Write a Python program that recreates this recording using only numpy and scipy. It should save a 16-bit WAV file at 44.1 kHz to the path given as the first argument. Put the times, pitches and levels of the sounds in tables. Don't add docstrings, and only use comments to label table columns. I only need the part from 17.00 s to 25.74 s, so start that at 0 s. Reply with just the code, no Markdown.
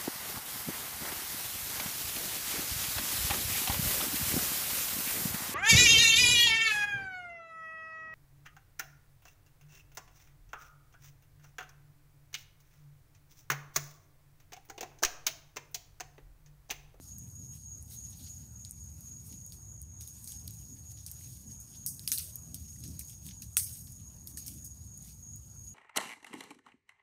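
import sys
import numpy as np
from scipy import signal
from scipy.fft import rfft, irfft, next_fast_len
from scipy.io import wavfile
from scipy.ndimage import uniform_filter1d

SR = 44100
rng = np.random.default_rng(int(sys.argv[2]) if len(sys.argv) > 2 else 0)


def unload_audio(sound):
    columns = np.transpose(np.atleast_2d(sound))
    steps = np.round(np.clip(columns, -1, 1) * 32767)
    wavfile.write(sys.argv[1], SR, steps.astype(np.int16))


N = 385434
TIME = np.arange(N) / SR
LEAD_IN = 64


def undb(db):
    return np.exp(np.asarray(db) * (np.log(10) / 20))


def unit(x):
    return x / np.sqrt(np.mean(x ** 2))


def peak(x, db):
    return x * undb(db) / np.max(np.abs(x))


def ring(x, hz, width_hz):
    return signal.lfilter(*signal.iirpeak(min(hz, .45 * SR), hz / width_hz, fs=SR), x, axis=-1)


def band(x, hz, kind, order=4):
    return signal.sosfilt(signal.butter(order, hz, kind, fs=SR, output="sos"), x)


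def walk(rate):
    levels = rng.standard_normal(int(N / SR * rate) + 2)
    t = TIME[::16]
    joined = np.interp(t * rate, np.arange(len(levels)), levels)
    smooth = uniform_filter1d(joined, int(SR / rate / 32))
    return np.interp(TIME, t, 1.2 * smooth)


def hiss(colour, flicker_db, flicker_rate, per_octave=2):
    hz, db = np.transpose(colour)
    size = next_fast_len(N)
    octave = np.log2(np.maximum(np.fft.rfftfreq(size, 1 / SR), 1))
    spectrum = rfft(rng.standard_normal(size)) * undb(np.interp(octave, np.log2(hz), db))
    out = 0
    for centre in np.arange(np.log2(hz[1]), np.log2(hz[-1]), 1 / per_octave):
        share = np.clip(1 - np.abs(octave - centre) * per_octave, 0, 1)
        out = out + irfft(spectrum * share, size)[:N] * undb(flicker_db * walk(flicker_rate))
    return unit(out)


def swells(table):
    t = TIME[::64]
    power = sum(undb(2 * db) * np.exp(-(3.25 * (t - s) / length) ** 2) for s, db, length in table)
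    return np.interp(TIME, t, power)


def add(track, s, sound):
    i = int(s * SR)
    track[i:i + len(sound)] += sound[:len(track) - i]


def chirps():
    # (time [s], level [dB], lead over the beat [chirps])
    near = [(0, -50, 0.077), (1.0, -48.5, -.04), (1.55, -52, -.12), (1.9, -52.5, 0.14), (2.4, -50, 0.17),
            (3.4, -55, -0.094), (4.3, -50.5, 0.0088), (4.7, -51.5, -0.12), (5.5, -56.5, 0.17),
            (6.1, -50.5, -0.026), (6.7, -59, 0.09), (7.2, -62, -0.13), (7.9, -53, 0.041),
            (8.74, -55, -0.037)]
    s, near_db, lead = np.transpose(near)
    per_s, slowing_per_s2, start, share = 3.6, .065, .37, .5
    far_chorus_db = -50.5
    beat = (per_s - slowing_per_s2 * TIME / 2) * TIME + start + share / 2
    beat = beat + np.interp(TIME, s, lead)
    level = (beat % 1 < share) * undb(np.interp(TIME, s, near_db))
    syllables = np.sin(2 * np.pi * np.cumsum(28 * (1 + 0.116 * walk(8))) / SR)
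    return uniform_filter1d(level, size=2400) * undb(5 * syllables) + undb(far_chorus_db)


def insects():
    # (wing resonance [Hz], strokes [per s], level [dB])
    singers = [(6330, 118, -24), (6440, 127, -7), (6560, 131, 1.5), (6680, 139, 0.5), (6815, 128, -3.5),
               (7000, 147, -13.5)]
    level = chirps()
    out, crowd = 0, 0
    for hz, rate, db in singers:
        phase = np.cumsum(rate * (1 + 0.1 * walk(50))) / SR
        strokes = np.diff(np.floor(phase), prepend=0) * undb(3.54 * walk(70))
        phrase = undb(db + 1.5 * walk(12))
        crowd = crowd + phrase ** 2
        wing = ring(ring(ring(strokes, hz, 120), hz, 190), hz, 280)
        out = out + phrase * unit(wing)
    out = out / np.sqrt(crowd) * level
    t = TIME[:SR // 4]
    trees = unit(rng.standard_normal(len(t)) * undb(-60 * t / .18)) / np.sqrt(len(t))
    return undb(-7.5) * (out + undb(-3.5) * signal.oaconvolve(out, trees)[:N])


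def flame():
    # (frequency [Hz], level per Hz [dB])
    flame_colour = [(15, -66), (28, -30), (45, -11.5), (70, 1.5), (120, -1.5), (190, -11), (270, -18.5),
                    (400, -36), (700, -44.5)]
    # (middle [s], level [dB], length [s])
    puff_times = [(0, -60, 0.046), (0.22, -62, .22), (0.42, -56.5, 0.1), (0.78, -62, 0.12),
                  (1.22, -57.5, 0.073), (1.42, -61, 0.064), (2.12, -61.5, 0.089), (2.33, -57, 0.089),
                  (2.6, -67, .1), (3.14, -60.5, 0.09), (3.48, -62, 0.11), (3.72, -63, 0.13),
                  (4.3, -61.5, 0.099), (4.48, -58.5, 0.15), (4.8, -68, 0.31), (4.95, -65, 0.13),
                  (5.1, -61, 0.13), (5.55, -59.5, 0.28), (5.9, -56, 0.3), (6.28, -55, 0.078),
                  (6.43, -60.5, 0.087), (6.9, -70, 0.48), (7.35, -61, .12), (7.56, -58, 0.24),
                  (7.85, -68, 0.089), (8.35, -62, 0.074), (8.7, -74, .1)]
    calm_db = -73.5
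    burn = hiss(flame_colour, 1.9, 8)
    flutter = unit(band(burn, 206.0, "low")) * undb(-51.0 + 0.47 * walk(2.605))
    draught = np.sqrt(swells(puff_times) + undb(2 * calm_db))
    puffs = unit(band(burn, 214, "high")) * draught * undb(1.8 * walk(12))
    return flutter + puffs


def woods_hush():
    # (frequency [Hz], level per Hz [dB])
    hush_colour = [(180, -38), (300, -1), (440, -9.5), (790, -10), (1800, -19), (3000, -28), (5000, -25.5),
                   (7000, -42)]
    return undb(-72.5 + 1.1 * walk(11)) * hiss(hush_colour, 3, 18, per_octave=4.98)


def steam_level():
    # (time [s], level [dB])
    seep = [(0, -62), (0.8, -64), (1.25, -55.5), (1.5, -64), (2.4, -62), (2.97, -69.5), (3.03, -58.5),
            (3.4, -59.5), (3.82, -62), (4.3, -60), (4.85, -65), (5.5, -61), (5.8, -57.5), (6.2, -62),
            (6.55, -62.5), (7.3, -62.5), (7.8, -64), (8.74, -65)]
    # (middle [s], level [dB], length [s])
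    spurts = [(0.06, -60, .14), (0.56, -57.5, 0.092), (0.93, -52.5, 0.1), (1.1, -71, 0.2),
              (1.33, -70, 0.13), (2.06, -61.5, 0.2), (2.28, -57.5, 0.099), (3.15, -64, 0.18),
              (3.3, -55.5, 0.18), (3.6, -63, 0.3), (3.91, -56.5, 0.047), (4.25, -57, 0.38),
              (4.52, -57, 0.077), (4.74, -58.5, 0.22), (4.96, -72, 0.17), (5.06, -57, 0.15),
              (5.22, -48.5, 0.18), (5.65, -63, 0.16), (5.9, -56.5, .12), (6.1, -56, 0.11),
              (6.27, -51, 0.084), (6.75, -55, 0.16), (7, -68, 0.23), (7.51, -58, 0.26),
              (7.84, -63.5, 0.067), (8.08, -55, 0.15), (8.67, -61.5, 0.13)]
    return np.sqrt(undb(2 * np.interp(TIME, *np.transpose(seep))) + swells(spurts))


def bubbles():
    # (ring [Hz], width [Hz], ticks [per s], level re steam [dB])
    bubble_kinds = [(2630, 340, 20, 14), (4490, 640, 40, 18.5), (9000, 3300, 37, 21), (13000, 4600, 35, 17)]
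    out = 0
    for hz, width_hz, rate, db in bubble_kinds:
        chance, ticks = rng.random((int(rate * N / SR), 2)), np.zeros(N)
        extra_db = 5.5 * np.minimum(-np.log(1 - chance[:, 1]), 2.2)
        ticks[(chance[:, 0] * N).astype(int)] = undb(db + extra_db)
        out = out + ring(ring(ticks, hz, width_hz), hz, 1.3 * width_hz)
    return out


def burst(chance, rise_s, fall_s):
    t = (np.arange(chance.shape[-1]) - LEAD_IN) / SR
    return chance * np.exp(np.where(t < 0, t / rise_s, -t / fall_s)) + 1.36 * (t == 0)


def pops(table, shape):
    snaps, jets = np.zeros(N), np.zeros(N)
    t = TIME[:int(.4 * SR)]
    for (s, db, hz, gas_db, t60), chance in zip(table, rng.standard_normal((len(table), 384))):
        add(snaps, s - LEAD_IN / SR, peak(shape(chance, hz, db), db))
        fade = undb(-120 * t / max(t60, .01)) + 0.095 * undb(-45 * t / max(t60, .01))
        add(jets, s, undb(2 * (db + gas_db)) * fade * (1 - np.exp(-t / 0.00046)))
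    return snaps, jets


def crack(chance, hz, db):
    tear = burst(chance, .0001, 0.00012 * undb(0.93 * (db + 30)))
    return band(ring(tear + 3.0 * ring(tear, hz, 1200), 10000, 7900), 5980, "high", order=8)


def dry_snaps():
    # (time [s], peak [dB], ring [Hz])
    snap_times = [(0.184, -29, 13800), (0.8259, -33, 10500), (0.9468, -34.5, 10200), (1.1073, -36, 8700),
                  (1.8395, -39, 12600), (2.0076, -33, 11300), (2.3256, -36, 10300), (2.464, -31, 10900),
                  (3.0224, -34, 9200), (3.2434, -29, 9100), (3.477, -29, 14200), (3.479, -26.5, 11600),
                  (3.5083, -31.5, 13100), (4.1145, -23, 13800), (4.1422, -38, 11700), (4.9948, -30.5, 9000),
                  (5.1242, -15, 12100), (5.357, -22.5, 13000), (5.8786, -32, 8900), (6.052, -35, 11300),
                  (6.0965, -32, 8900), (6.266, -27, 11700), (6.5327, -36, 10900), (6.5761, -12, 8900),
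                  (6.922, -32, 10600), (1.695, -37, 9000), (7.4806, -23.5, 13800), (7.977, -31, 8800),
                  (8.0259, -33.5, 9400), (8.36, -33.5, 9900)]
    gas_db, gas_t60_s = -24, 0.067
    return pops([(*row, gas_db, gas_t60_s) for row in snap_times], crack)


def knock(chance, hz, db):
    return ring(ring(burst(chance, 0.00031, 0.00054), hz, 0.35 * hz), hz, 0.47 * hz)


def charcoal_knocks():
    # (time [s], peak [dB], ring [Hz], vented gas re peak [dB])
    knock_times = [(1.6493, -35, 4800, -24), (2.3247, -46, 4800, -12.5), (2.522, -38, 4970, -18),
                   (3.009, -46, 5300, -9.5), (3.0766, -48, 4200, -12), (3.2753, -40, 5100, -13.5),
                   (3.3215, -41.5, 3700, -19), (3.4792, -35.5, 4670, -25), (3.9737, -50.5, 3100, -7),
                   (4.064, -33.5, 5270, -21), (4.863, -29, 5900, -26.5), (4.9945, -32.5, 4460, -27),
                   (5.077, -19, 4900, -24.5), (3.3972, -46.5, 4900, -20), (5.118, -14, 5500, -23.5),
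                   (5.1773, -25.5, 4660, -17.5), (5.1839, -33, 4560, -31), (5.5443, -31.5, 5100, -21.5),
                   (5.8378, -40, 4930, -11), (5.992, -50.5, 5500, -4), (6.2888, -39, 2780, -17),
                   (6.3103, -43.5, 2860, -12.5), (6.4207, -39.5, 5100, -15.5), (6.5692, -19.5, 2780, -13),
                   (6.693, -41, 4970, -15), (6.872, -46, 4260, -12.5), (7.2742, -37.5, 5120, -26),
                   (7.3724, -38, 5270, -13), (7.4631, -36.5, 5540, -23), (7.4815, -32, 5730, -20)]
    # (time [s], peak [dB], ring [Hz], width [Hz])
    hollows = [(1.6502, -44, 3600, 1200), (4.21, -57, 2200, 300), (5.0768, -27, 2900, 1800),
               (5.119, -28, 2000, 1600), (5.76, -60, 2000, 250), (6.011, -47, 2480, 500),
               (6.2654, -45, 2700, 900), (6.1, -52, 3500, 500), (6.4225, -48, 2640, 500),
               (6.5689, -20, 5700, 900), (6.5691, -25, 2200, 1300), (6.5695, -35, 1350, 300),
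               (7.374, -49, 1810, 250)]
    knocks, jets = pops([(*row, .13) for row in knock_times], knock)
    chances = rng.standard_normal((len(hollows), 1024))
    for (s, db, hz, width_hz), chance in zip(hollows, chances):
        hollow = ring(ring(burst(chance, .0002, .0006), hz, width_hz), hz, 1.6 * width_hz)
        add(knocks, s - LEAD_IN / SR, peak(hollow, db))
    return band(knocks, 1370, "high"), jets


def gas_cracks():
    # (time [s], peak [dB], ring [Hz], vented gas re peak [dB], gas t60 [s])
    crack_times = [(1.6498, -32.5, 8700, -25, .12), (1.7101, -25, 9500, -23, .048),
                   (2.2697, -38, 9900, -19, 0.53), (2.5228, -33, 9100, -20.5, .31),
                   (2.817, -29.5, 9300, -27, .092), (3.0091, -36, 9200, -10.5, 0.086),
                   (3.0762, -29.5, 9700, -21, 0.14), (3.275, -31, 8400, -13, 0.11),
                   (3.3207, -26.5, 9200, -25, .09), (4.0642, -27, 8500, -20, 0.16),
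                   (4.6018, -34, 13000, -18, 0.21), (4.863, -18, 11600, -15.5, 0.24),
                   (5.0764, -16.5, 11300, -17, 0.13), (5.1176, -18, 11000, -12, 0.27),
                   (5.1832, -19, 12500, -20, .13), (5.5444, -22.5, 13500, -20, .09),
                   (5.8392, -32, 11300, -18, 0.11), (5.9931, -25, 11200, -13.5, 0.077),
                   (6.4221, -29.5, 11000, -18, 0.16), (6.569, -9.5, 9800, -20, 0.37),
                   (7.2725, -27.5, 12400, -21, 0.21), (7.3732, -24.5, 8400, -17.5, 0.16),
                   (7.4634, -33.5, 12800, -10, 0.28), (7.6464, -28.5, 9300, -17.5, .18)]
    echo_s, echo_db = 0.01, -10.5
    cracks, jets = pops(crack_times, crack)
    add(cracks, echo_s, undb(echo_db) * cracks)
    return cracks, jets


def embers():
    # (frequency [Hz], level per Hz [dB])
    gas_colour = [(3000, -15), (5000, -10), (6400, -4.5), (7490, -11.5), (8300, 1.5), (9700, -1),
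                  (12500, -2.5), (14000, -3.5), (15800, -5.5), (17000, -23)]
    # (frequency [Hz], level per Hz [dB])
    wood_colour = [(590, -49), (1000, -27), (1060, -28), (1350, -19), (2480, -13), (3060, -11),
                   (3630, -9.5), (6000, -1.5), (7800, -34), (13200, -120)]
    dull_db, dull_per_db, dull_pivot_db = -66, 1.5, -57
    steam = steam_level()
    ticks = steam * bubbles()
    snaps, snap_jets = dry_snaps()
    knocks, knock_jets = charcoal_knocks()
    cracks, crack_jets = gas_cracks()
    body = undb(dull_db) * (steam / undb(dull_pivot_db)) ** dull_per_db
    bright = np.sqrt(crack_jets + snap_jets + steam ** 2) * undb(1.28 * walk(150))
    bright = bright * hiss(gas_colour, 1.06, 14, per_octave=3.95)
    dull = np.sqrt(knock_jets + body ** 2) * undb(2.36 * walk(70))
    dull = dull * hiss(wood_colour, 3.1, 18, per_octave=4.95)
    return cracks + snaps + knocks, bright + dull + ticks


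def scene():
    snaps, steam = embers()
    hiss_edge = signal.ellip(10, .2, 70, 15620, fs=SR, output="sos")
    spared = undb(-25) * snaps
    fire = signal.sosfiltfilt(hiss_edge, steam + snaps - spared) + spared
    return (fire + insects() + flame() + woods_hush())[None]


def low_pass(x):
    return signal.sosfilt(signal.butter(12, 16650, fs=SR, output="sos"), x)


def record(dry):
    edge = signal.ellip(10, .2, 70, 16600, fs=SR, output="sos")
    mix = signal.sosfiltfilt(edge, dry)
    return low_pass(mix)


dry = scene()
out = record(dry)
unload_audio(out)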